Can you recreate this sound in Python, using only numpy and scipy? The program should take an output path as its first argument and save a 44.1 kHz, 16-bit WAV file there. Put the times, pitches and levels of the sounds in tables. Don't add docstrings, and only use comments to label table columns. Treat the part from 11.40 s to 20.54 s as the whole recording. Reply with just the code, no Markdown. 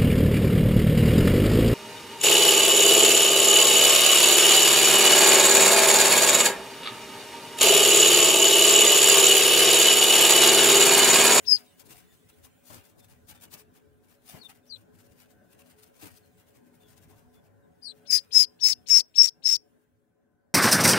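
import sys
import numpy as np
from scipy import signal
from scipy.fft import rfft, irfft, next_fast_len
from scipy.io import wavfile
from scipy.ndimage import uniform_filter1d, map_coordinates

SR = 44100
rng = np.random.default_rng(int(sys.argv[2]) if len(sys.argv) > 2 else 0)


def field_ratio(decibels):
    return 10 ** (np.asarray(decibels, dtype=float) / 20)


def unload_audio(sound):
    columns = np.transpose(np.atleast_2d(sound))
    steps = np.round(np.clip(columns, -1, 1) * 32767)
    wavfile.write(sys.argv[1], SR, steps.astype(np.int16))


N = 403074
TIME = np.arange(N) / SR

# time_s, machine_db, hiss_db
ROOM_LEVELS = [(0, -65, -64.5), (0.299, -68.5, -67.5), (1.1, -68, -71.5), (1.6, -68.5, -75),
               (1.95, -65.5, -79.5), (2.4, -67.5, -80.5), (3.3, -68.5, -82.5), (3.5, -65, -83),
               (3.9, -66.5, -82), (4.9, -67, -74), (5.6, -66, -82), (6.2, -67, -85), (6.9, -67, -73.5),
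               (7.4, -67, -78), (7.75, -73, -80.5), (8.15, -72, -79.5), (8.5, -76, -87),
               (9.14, -74.5, -104)]
# centre_hz, width_hz, level_db
DRONE_LINES = [(158, 3, -2.5), (246.8, 12, 4), (280, 21, -9.5), (312, 20, -7.5), (426.6, 16, 2),
               (560.8, 18, -3.5), (728, 22, -8), (1022.6, 14, -11.5), (1520, 150, -20.5)]
# frequency_hz, level_db
AIR_SPECTRUM = [(80, -29), (170, -6.5), (300, -11.5), (650, -16.5), (1200, -28), (1600, -21.5), (2400, -40),
                (4000, -53)]
# frequency_hz, level_db
RUMBLE_SPECTRUM = [(20, -29.5), (45, -10.5), (75, 0.5), (105, 3.5), (170, -6.5), (260, -34)]
# frequency_hz, level_db
HISS_SPECTRUM = [(800, -6.5), (2000, 2.5), (3500, 0.5), (4700, -7.5), (9700, -1), (11500, -10), (16000, 2)]
# frequency_hz, t60_s
BOX_DECAY = [(1000, .06), (3500, .03), (4650, .035), (5000, .19), (5600, .18), (6600, .08), (12000, 0.07)]

# start_s, length_s, pitch_hz, level_db
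BOOMS = [(.075, .06, 68, -62), (.445, .07, 172, -61), (.965, .06, 92, -59), (1.02, .05, 78, -63),
         (1.04, .06, 250, -65), (1.3, .05, 190, -56), (1.36, .06, 86, -58), (1.895, .07, 90, -59),
         (1.97, .07, 95, -62), (3.32, .12, 104, -63), (3.5, .17, 100, -63), (4.624, .03, 310, -49),
         (4.65, .03, 290, -55), (4.625, .05, 104, -54), (5.54, .14, 104, -65), (5.68, .14, 102, -63),
         (6.04, .23, 102, -63), (6.48, .08, 246, -65), (6.46, .2, 427, -68), (6.72, .1, 427, -65),
         (.56, .22, 172, -66)]
# peak_s, level_db, half_width_s
THUMPS = [(0.121, -62, 0.11), (.466, -57.5, 0.074), (.988, -63.5, 0.018), (1.305, -40.5, 0.0089),
          (1.34, -47, 0.02), (1.566, -57.5, 0.027), (1.898, -59, 0.023), (2.04, -56, 0.023),
          (2.137, -52, 0.022), (2.949, -46, 0.019), (4.044, -60, 0.011), (4.635, -45, 0.017),
          (5.72, -57.5, 0.043)]
# frequency_hz, level_db
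WALL_SPECTRUM = [(40, -17), (100, 2), (170, 0.5), (330, -3.5), (600, -10), (1000, -12), (2000, -29.5)]

# peak_s, level_db, length_s, scrape_db (board relative to down)
STEPS = [(0.405, -48.5, 0.026, -19), (0.469, -55, 0.026, -14), (0.515, -47, 0.033, -8),
         (0.579, -54.5, 0.067, -7.5), (0.898, -54, 0.013, -7), (1.052, -51, 0.027, -10),
         (1.286, -51.5, 0.051, -13), (1.345, -47.5, 0.061, -5.5), (1.458, -55, 0.029, -8),
         (1.596, -53, 0.018, -14), (1.645, -56.5, 0.021, -8.5), (1.714, -58.5, 0.047, -7),
         (1.902, -43, 0.026, -10.5), (1.957, -58, 0.032, -2.5), (2.036, -46.5, 0.031, -8),
         (2.138, -42.5, 0.029, -9), (2.198, -49, 0.03, -11), (2.899, -46.5, 0.046, -8.5),
         (2.954, -54, 0.049, -1.5), (3.05, -58, 0.039, -8), (3.102, -49.5, 0.021, -4),
         (3.806, -58, 0.063, -7), (4.203, -57, 0.03, -5.5), (4.436, -52.5, 0.019, -9.5),
         (4.629, -47, 0.045, -6), (4.735, -59.5, 0.078, -7), (4.774, -52.5, 0.02, -28),
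         (5.509, -59, 0.053, -8), (5.579, -57.5, 0.022, -10)]
# peak_s, level_db
BRUSHES = [(.253, -62), (.742, -62.5), (.988, -67.5), (1.501, -62), (2.365, -60), (2.707, -62),
           (2.835, -69), (3.159, -61.5), (3.376, -64.5), (3.658, -62), (3.721, -65.5), (3.915, -63),
           (4.126, -60), (4.311, -58), (4.393, -60.5), (4.472, -63), (4.565, -62), (4.863, -66.5),
           (4.999, -62), (5.093, -63.5), (5.165, -62.5), (5.271, -67.5), (5.353, -66.5), (5.634, -60.5),
           (5.708, -61.5), (5.787, -62.5), (5.953, -65.5), (6.058, -68.5), (6.572, -66), (6.837, -65),
           (.05, -60), (.19, -51), (3.555, -66), (3.27, -66), (3.41, -66), (3.605, -59.5), (5.42, -66),
          (2.649, -69.5), (2.745, -65.5), (4.272, -62), (4.665, -49), (8.289, -89), (8.418, -79),
          (8.918, -90)]
# frequency_hz, level_db
DOWN_SPECTRUM = [(1500, -31.5), (3500, -7), (7900, -7.5), (9700, -3), (11200, -11.5), (14000, -3),
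                 (16000, -6.5)]
# frequency_hz, level_db
BOARD_SPECTRUM = [(300, -38.5), (720, 2.5), (1000, -3), (2800, -1.5), (4000, -14.5), (7000, -15)]

# start_s, length_s, start_hz, end_hz,
# level_db
MURMURS = [(0.692, 0.053, 3550, 3530, -73.5), (1.592, 0.074, 3530, 3600, -72),
           (1.932, 0.086, 3650, 3550, -71), (3.227, 0.035, 3620, 3530, -81), (3.25, .03, 3960, 5400, -71),
           (3.264, 0.06, 5450, 6260, -61), (3, .03, 4770, 5130, -65), (4.82, 0.054, 4330, 4080, -77.5),
           (5.399, 0.11, 3610, 3260, -69), (5.928, 0.0785, 3464, 3444, -75.5),
           (6.436, 0.027, 6130, 5600, -67), (6.439, 0.054, 5400, 4580, -44),
           (6.479, 0.038, 4600, 4450, -47.5), (6.222, 0.045, 3870, 3580, -83),
           (6.684, 0.11, 2344, 1740, -50), (.11, .018, 7500, 7450, -62), (.104, .03, 2100, 2500, -66)]

# time_s, pitch_hz, effort_db
SINGLE_PEEPS = [
    [(.067, 5380, -44), (.077, 5240, -27), (.084, 5130, -15), (.104, 5085, -18), (.119, 5055, -11.5),
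     (.13, 4975, -8.5), (.142, 4940, -16), (.16, 4960, -19.5), (.169, 4900, -42)],
    [(2.99, 4380, -60), (3.007, 4580, -61), (3.022, 4280, -44.5), (3.041, 3600, -53), (3.064, 3645, -43.5),
     (3.078, 3360, -81)],
    [(3.293, 4850, -74), (3.301, 4830, -45.5), (3.325, 4180, -34.5), (3.348, 4020, -37), (3.355, 4180, -52),
     (3.372, 4150, -60)],
    [(6.42, 4830, -71), (6.434, 4900, -40.5), (6.446, 4730, -42), (6.472, 4360, -34.5), (6.488, 4000, -40),
     (6.507, 4107, -39), (6.53, 4030, -69)],
]
# time_s, pitch_hz, effort_db
CLIMBING_PEEPS = [
    [(6.675, 5285, -48.5), (6.695, 5200, -40), (6.709, 5038, -16.5), (6.717, 4979, -29.5),
     (6.732, 5020, -13), (6.766, 4980, -16), (6.782, 5000, -23.5), (6.796, 5000, -40), (6.822, 5000, -59)],
    [(6.922, 4980, -42), (6.934, 5100, -24), (6.946, 5160, -25.5), (6.952, 5180, -13.5), (6.976, 5162, -6),
     (6.986, 5165, -14.5), (6.998, 5030, -11.5), (7.02, 5090, -12.5), (7.052, 4930, -35)],
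    [(7.203, 5380, -60.5), (7.216, 5410, -32), (7.224, 5470, -25), (7.233, 5234, -17.5),
     (7.256, 5273, -11.5), (7.288, 5197, -22), (7.324, 5240, -19.5), (7.33, 5240, -43), (7.342, 5245, -47)],
]
# time_s, pitch_hz, effort_db
TOP_PEEPS = [
    [(7.472, 5320, -44.5), (7.494, 5380, -28), (7.503, 5375, -12.5), (7.53, 5402, -10), (7.555, 5388, -7.5),
     (7.574, 5455, -10), (7.598, 5390, -22), (7.617, 5300, -43)],
    [(7.752, 5400, -51.5), (7.764, 5340, -25.5), (7.78, 5380, -22.5), (7.784, 5420, -8.5),
     (7.819, 5440, -7), (7.826, 5480, -12.5), (7.853, 5544, -16), (7.884, 5500, -31), (7.898, 5450, -48.5)],
    [(8.035, 5350, -61), (8.052, 5278, -25.5), (8.06, 5276, -12.5), (8.066, 5300, -15),
     (8.089, 5375, -15.5), (8.139, 5430, -14), (8.149, 5590, -22), (8.168, 5370, -41)],
]
# time_s, leak_db
LEAKS = [
    [(0.056, -65.5), (0.094, -64), (0.102, -51), (0.122, -51), (0.128, -61.5), (0.14, -54), (0.158, -52),
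     (0.174, -65), (0.185, -63.5)],
    [(6.672, -75), (6.69, -77.5), (6.7, -58), (6.718, -39.5), (6.752, -41.5), (6.776, -45), (6.814, -78.5),
     (6.825, -79.5)],
    [(6.915, -73), (6.937, -47.5), (6.949, -41), (6.989, -36), (7.031, -42), (7.06, -65)],
    [(7.2, -77), (7.212, -60.5), (7.23, -61), (7.24, -41.5), (7.25, -40), (7.29, -36), (7.332, -46),
     (7.345, -77.5)],
    [(7.465, -72), (7.499, -38.5), (7.515, -39.5), (7.523, -41.5), (7.551, -38), (7.575, -35.5),
     (7.597, -39), (7.62, -60.5)],
    [(7.745, -78), (7.777, -44), (7.785, -42.5), (7.807, -48.5), (7.829, -38.5), (7.851, -38.5),
     (7.883, -48.5), (7.9, -64.5)],
    [(8.03, -83), (8.04, -63), (8.066, -43.5), (8.132, -40.5), (8.168, -52.5), (8.175, -68)],
]
# time_s, leak_db
FAR_LEAK = [(0, -90), (9, -98)]
# overtone_db, tremble_db (over the leak), right_port_db, hoarse_db, hoarse_s (start time)
VOICES = [(-28, 4, -25, -26, .159), (-32, 4, -32, -18, 3.054), (-28, 6, -30, -14, 3.353),
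          (-16, 6, -34, -17.5, 6.506), (-15, 7.5, -21, -16.5, 6.774), (-22, 3.5, -36, -21, 7.03),
          (-29, 3, -34, -11, 7.316), (-33, 4.5, -25.5, -14.5, 7.59), (-42.5, 10, -38, -18, 7.872),
          (-51, 12, -28, -12.5, 8.146)]
# growth (dB per dB of effort), tilt_db (per 100 Hz of pitch rise), lead_s
OVERTONES = [(.93, 0, .024), (.93, 0, .017), (.7, 0, .017), (.93, 0, .017), (.93, 0, .023), (.8, -5, .016),
             (.6, -6, .014), (.9, 0, .013), (.9, 0, .012), (.9, 0, .014)]
# upper_hz, upper_db, lower_hz, lower_db, third_partial_db
THROATS = [(6100, 0, 2300, -12, 0), (6000, -10, 2500, -20, 0), (6000, -10, 2500, -20, 0),
           (6000, -10, 2500, -20, 8), (6300, -3, 2100, -9, -2), (6800, -3, 2300, -18, -2),
           (6600, -3, 2300, -16, 6), (6300, -3, 2500, -14, 0), (6500, -3, 2600, -14, 0),
           (6400, -3, 2300, -16, 0)]
# frequency_hz, level_db
THIRD_PARTIAL = [(12000, -36), (14300, -28), (15100, -1), (16000, 2.5)]
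# time_s, width_s
CRACKS = [(.078, .0007), (0.082, 0.0009), (6.769, .0012), (0.105, 0.0011), (0.0912, 0.0016),
          (0.162, 0.0012), (3.319, 0.0013), (3.33, 0.0016), (3.028, .002), (3.041, .002), (3.361, .001),
          (3.366, .001), (6.44, .002), (6.467, 0.0012), (6.489, 0.0011), (6.987, 0.0019), (7.224, 0.00074),
          (7.491, 0.01), (7.593, 0.0021), (7.827, 0.0019), (7.867, 0.004), (7.883, 0.0015), (8.067, 0.0011),
          (8.084, 0.0014), (8.088, 0.0011), (8.107, 0.0032), (8.124, 0.00063)]
# time_s, half_length_s, beat_hz, depth (0-1)
FLUTTERS = [
    (7.544, .018, 253, .55),
    (5.4, 0.021, 300, 0.37),
    (3.314, 0.015, 230, 0.46),
    (7.315, .014, 130, 0.3),
    (8.075, 0.029, 112, 0.25),
    (6.782, .01, 200, .4),
]
# share (of lead_s), first_ratio, last_ratio (of pitch), level_db, blur_hz
LEAD_INS = [(1.05, .57, .86, -39, 2200), (.55, .86, 1.14, -35, 3000)]
# delay_s, level_db
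WALL_ECHOES = [(.005, -10.5), (0.01, -14)]
# frequency_hz, level_db
BREATH_SPECTRUM = [(900, -42), (1300, -29), (2000, -16), (3200, -18.5), (4300, -6.5), (5300, 3), (6300, 0),
                   (7700, -8), (8600, -12.5), (10400, -12), (11700, -26.5), (14900, -11), (16000, -22.5)]
# frequency_hz, level_db
RIGHT_BREATH_COLOUR = [(2000, 4.5), (2800, 4.5), (4000, -8.5), (5600, 2.5), (6500, 2), (9000, -7.5), (11500, -17.5),
                       (15000, -3)]


def ports(left_db, right_db):
    return field_ratio(np.array([[left_db], [right_db]]))


def unit(x):
    return x / np.sqrt(np.mean(np.abs(x) ** 2, -1, keepdims=True) + 1e-20)


def along(points, hz):
    f, v = np.transpose(points)
    return np.interp(np.log(hz + 1), np.log(f + 1), v)


def wobble(rate, count=N):
    knots = rng.standard_normal((2, int(count * rate / SR) + 4))
    return np.array([map_coordinates(k, [np.arange(count) * rate / SR]) for k in knots])


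def tremble(rate, count):
    return (wobble(rate, count=count) + 1j * wobble(rate, count=count)) / np.sqrt(2)


def field(bins, frames):
    raw = rng.standard_normal((1025, N // 1024 + 3), dtype=np.float32)
    smooth = uniform_filter1d(uniform_filter1d(raw, bins, axis=0), frames, axis=1)
    return smooth / smooth.std()


def trail(x, lag_s):
    k = 1 / (max(lag_s, 1e-4) * SR)
    return signal.lfilter([k], [1, k - 1], x)


def noise(gain, lo_hz, hi_hz, patchy_db, alike):
    a, b = rng.standard_normal((2, 2, 1025, N // 1024 + 3), dtype=np.float32)
    z = (a + 1j * b) * field_ratio(patchy_db * field(bins=9, frames=2))
    alike = np.clip(alike, 0, 1)
    shared = alike * z[0] * np.exp(2j * field(bins=6, frames=24))
    z[1] = shared + np.sqrt(1 - alike ** 2) * z[1]
    white = signal.istft(z, window="cosine", nperseg=2048)[1]
    m = next_fast_len(N)
    hz = np.fft.rfftfreq(m, 1 / SR)
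    g = np.atleast_2d(gain(hz))
    share = np.sum(g[0, (hz > lo_hz) & (hz < hi_hz)] ** 2) / np.sum(g[0] ** 2)
    return unit(irfft(rfft(white, m) * g, m)[:, :N]) / np.sqrt(share)


def swell(s, db, rise, fall):
    d = np.arange(-SR // 10, SR // 10) / SR
    scale = np.where(d < 0, rise[:, None], fall[:, None])
    shape = field_ratio(db[:, None] - 1.2 - 6 * np.abs(d / scale) ** 1.6)
    at = np.clip(np.round((s[:, None] + d) * SR).astype(int), 0, N - 1)
    return np.sqrt(np.bincount(at.ravel(), shape.ravel() ** 2, N))


def glide(s, length, start_hz, end_hz, db, blur_hz, steady=0, edge=.64):
    count = int(length * SR)
    u = np.arange(count) / count
    turn = np.exp(2j * np.pi * np.cumsum(start_hz + (end_hz - start_hz) * u) / SR)
    size = field_ratio(db) * np.sin(np.pi * u) ** edge * (steady + tremble(blur_hz, count=count))
    return round(s * SR), np.real(size * (turn + field_ratio(-20.5) * turn ** 2))


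def place(out, start, x):
    out[:, start:start + x.shape[1]] += x


def background():
    s, drone_db, hiss_db = np.transpose(ROOM_LEVELS)
    rumble_db = -69.5 + 1.4 * (drone_db + 68.0)

    def low_gain(f):
        lines = sum(field_ratio(db) ** 2 / (1 + (2 * (f - c) / w) ** 2) ** 2.5 for c, w, db in DRONE_LINES)
        return np.sqrt(lines + field_ratio(along(AIR_SPECTRUM, f)) ** 2)

    low = noise(low_gain, 180, 900, patchy_db=2.0, alike=.75)
    low *= field_ratio(np.interp(TIME, s, drone_db) + 1.2 * wobble(6)[0]) * ports(5.1, 2.2)
    rumble = noise(lambda f: field_ratio(along(RUMBLE_SPECTRUM, f)), 50, 200, patchy_db=3.5, alike=0.3)
    rumble *= field_ratio(np.interp(TIME, s, rumble_db) + 1.5 * wobble(3.9)[0]) * ports(1.1, 0.45)
    hiss = noise(lambda f: field_ratio(along(HISS_SPECTRUM, f)), 6500, 19000, patchy_db=4.2, alike=1.0)
    hiss *= field_ratio(np.interp(TIME, s, hiss_db) + 1.4 * wobble(9.5)[0]) * ports(1.5, 2.2)
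    return low + rumble + hiss


def box(x):
    hz, t, z = signal.stft(rng.standard_normal((2, SR // 3)), SR, nperseg=256)
    decay = field_ratio(-60 * t / along(BOX_DECAY, hz)[:, None])
    tail = signal.istft(z * decay, SR, nperseg=256)[1]
    return signal.fftconvolve(x[None], tail / np.linalg.norm(tail[0]), axes=1)[:, :N]


def booms():
    out = np.zeros((2, N))
    for s, length, hz, db in BOOMS:
        place(out, *glide(s, length, hz, hz, db, 35, steady=1.8))
    lag_s = .0025
    return np.array([out[0], np.roll(out[1], round(lag_s * SR))]) * ports(0, -4)


def thumps():
    s, db, width = np.transpose(THUMPS)
    wall = noise(lambda f: field_ratio(along(WALL_SPECTRUM, f)), 94, 590, patchy_db=3.5, alike=1.0)
    return swell(s, db, 0.52 * width, 2.0 * width) * wall * ports(0, -7.5)


def scuffs():
    brush_s, scrape_db, rise_share = .036, -6.5, 0.51
    brushes = [(*row, brush_s, scrape_db) for row in BRUSHES]
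    s, db, length, board_db = np.transpose(STEPS + brushes)
    rise, fall = rise_share * length, (1 - rise_share) * length
    grains = unit(field_ratio(1.9 * wobble(260)[0]))
    down = noise(lambda f: field_ratio(along(DOWN_SPECTRUM, f)), 5900, 14800, patchy_db=2.6, alike=0.78)
    down *= swell(s, db, rise, fall) * ports(0, -8.5)
    board = noise(lambda f: field_ratio(along(BOARD_SPECTRUM, f)), 835, 3036, patchy_db=2.8, alike=0.84)
    board *= swell(s, db + board_db, 0.97 * rise, 1.84 * fall) * ports(-0.0023, -0.95)
    return grains * (down + board)


def murmurs():
    out = np.zeros((2, N))
    for row in MURMURS:
        slide_hz = abs(row[3] - row[2])
        start, x = glide(*row, 150 + 0.9 * slide_hz, steady=2.6 * np.exp(-slide_hz / 700))
        place(out, start, x * ports(-0.87, -10.0))
    return out


def flutter(t):
    s, half, beat_hz, depth = np.transpose(FLUTTERS)[:, :, None]
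    beat = np.cos(2 * np.pi * beat_hz * (t - s)) - .4
    return 1 + np.sum(depth * np.exp(-((t - s) / half) ** 4) * beat, 0)


def cracks(t):
    s, width = np.transpose(CRACKS)[:, :, None]
    return np.prod(1 - 1.08 * np.exp(-((t - s) / (1.1 * width)) ** 2), 0)


def hoarse_edges(at, hz, top_db, lead_s, closing_s, closing_db):
    lead_ins = [glide(at[0] - share * lead_s, .028, a * hz[1], b * hz[1], top_db + db, blur, edge=.9)
                for share, a, b, db, blur in LEAD_INS]
    end_db = top_db + closing_db
    drop = glide(closing_s, 0.024, .96 * hz[-3], .89 * hz[-3], end_db + 4.5, 1000, edge=1.3)
    rasp = glide(closing_s, 0.024, .9 * hz[-3], .66 * hz[-3], end_db - 8, 1700, edge=1.3)
    return [*lead_ins, drop, rasp]


def peeps():
    out, air = np.zeros((2, N)), np.zeros((2, N))
    leaks = LEAKS[:1] + [FAR_LEAK] * len(SINGLE_PEEPS[1:]) + LEAKS[1:]
    calls = SINGLE_PEEPS + CLIMBING_PEEPS + TOP_PEEPS
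    for rows, leak, overtone, throat, character in zip(calls, leaks, OVERTONES, THROATS, VOICES):
        grows, tilt_db, lead_s = overtone
        upper_hz, upper_db, lower_hz, lower_db, third_db = throat
        second_db, rough_db, far_db, closing_db, closing_s = character
        at, hz, effort_db = np.transpose(rows)
        top_db = effort_db.max()
        part = slice(round((at[0] - .008) * SR), round((at[-1] + 0.0021) * SR))
        t = TIME[part]
        count = len(t)

        knots = np.r_[t[0], at, t[-1]]
        whistle = np.interp(t, knots, np.pad(field_ratio(effort_db) ** 0.59, 1)) ** (1 / 0.6)
        effort = whistle / field_ratio(top_db)
        ends = np.interp(t, knots, np.pad(np.ones(len(at)), 1))
        breath = field_ratio(6.5 + np.interp(t, *np.transpose(leak))) * ends
        pitch = np.interp(t, at, hz)
        phase = 2 * np.pi * np.cumsum(pitch) / SR

        second = field_ratio(top_db + second_db) * trail(effort ** grows, .003) * ends
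        second *= field_ratio(-900 * np.maximum(t - closing_s, 0))
        second *= field_ratio(np.clip(tilt_db * (pitch - np.median(pitch)) / 100, -8, 6))
        third = second * field_ratio(third_db + along(THIRD_PARTIAL, 3 * pitch)) * effort ** 0.4

        rough = field_ratio(rough_db + np.array([[0], [5]])) * breath / (whistle + 1e-6)
        rough = np.clip(rough, .1, [[.9], [.6]])
        size = np.sqrt(1 - rough ** 2) + rough * tremble(520, count=count)
        size *= flutter(t)
        size[0] *= cracks(t)
        path = [[0], [1]] * (rng.uniform(0, 2 * np.pi) + 1.5 * wobble(40, count=count))
        tone = whistle * size * np.exp(1j * (phase + path))
        tone += ports(0, -9) * second * (1 + 0.46 * tremble(500, count=count)) * np.exp(2j * phase)
        tone += ports(0, 7) * third * (1 + .6 * tremble(700, count=count)) * np.exp(3j * phase)
        voice = np.sqrt(2) * tone.real * ports(0, far_db)

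        bands = sum(field_ratio(db) * tremble(1100, count=count) * np.exp(2j * np.pi * f * t)
                    for f, db in ((upper_hz, upper_db), (lower_hz, lower_db)))
        out[:, part] += voice + breath * bands.real * ports(0, -9)
        air[:, part] = breath * ports(0, -12.5)

        extras = hoarse_edges(at, hz, top_db, lead_s, closing_s, closing_db)
        if top_db < -25:
            extras += [(part.start + round(lag * SR), field_ratio(db) * voice * ports(0, 9.1))
                       for lag, db in WALL_ECHOES]
        for start, x in extras:
            place(out, start, x * ports(0, -21.5))

    bursts = unit(field_ratio(2.4 * wobble(300)))

    def breath_gain(f):
        return field_ratio(along(BREATH_SPECTRUM, f) + [[0], [1]] * along(RIGHT_BREATH_COLOUR, f))

    return out + air * bursts * noise(breath_gain, 6614, 8200, patchy_db=3.0, alike=0.4)


def scene():
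    voices = peeps() + murmurs()
    echo = ports(-30.5, -35.5) * box(voices[0])
    return voices + echo + scuffs() + thumps() + booms() + background()


def band_limit(x):
    return signal.sosfilt(signal.butter(12, 16520, fs=SR, output="sos"), x)


def record(dry):
    clip, hardness, top_hz, slope_hz = .92, 6, 15890, 250
    dry = dry / (1 + np.abs(dry / clip) ** hardness) ** (1 / hardness)
    m = next_fast_len(N)
    slope = np.clip((top_hz - np.fft.rfftfreq(m, 1 / SR)) / slope_hz, 0, 1)
    return band_limit(irfft(rfft(dry, m) * slope, m)[:, :N])


dry = scene()
out = record(dry)
unload_audio(out)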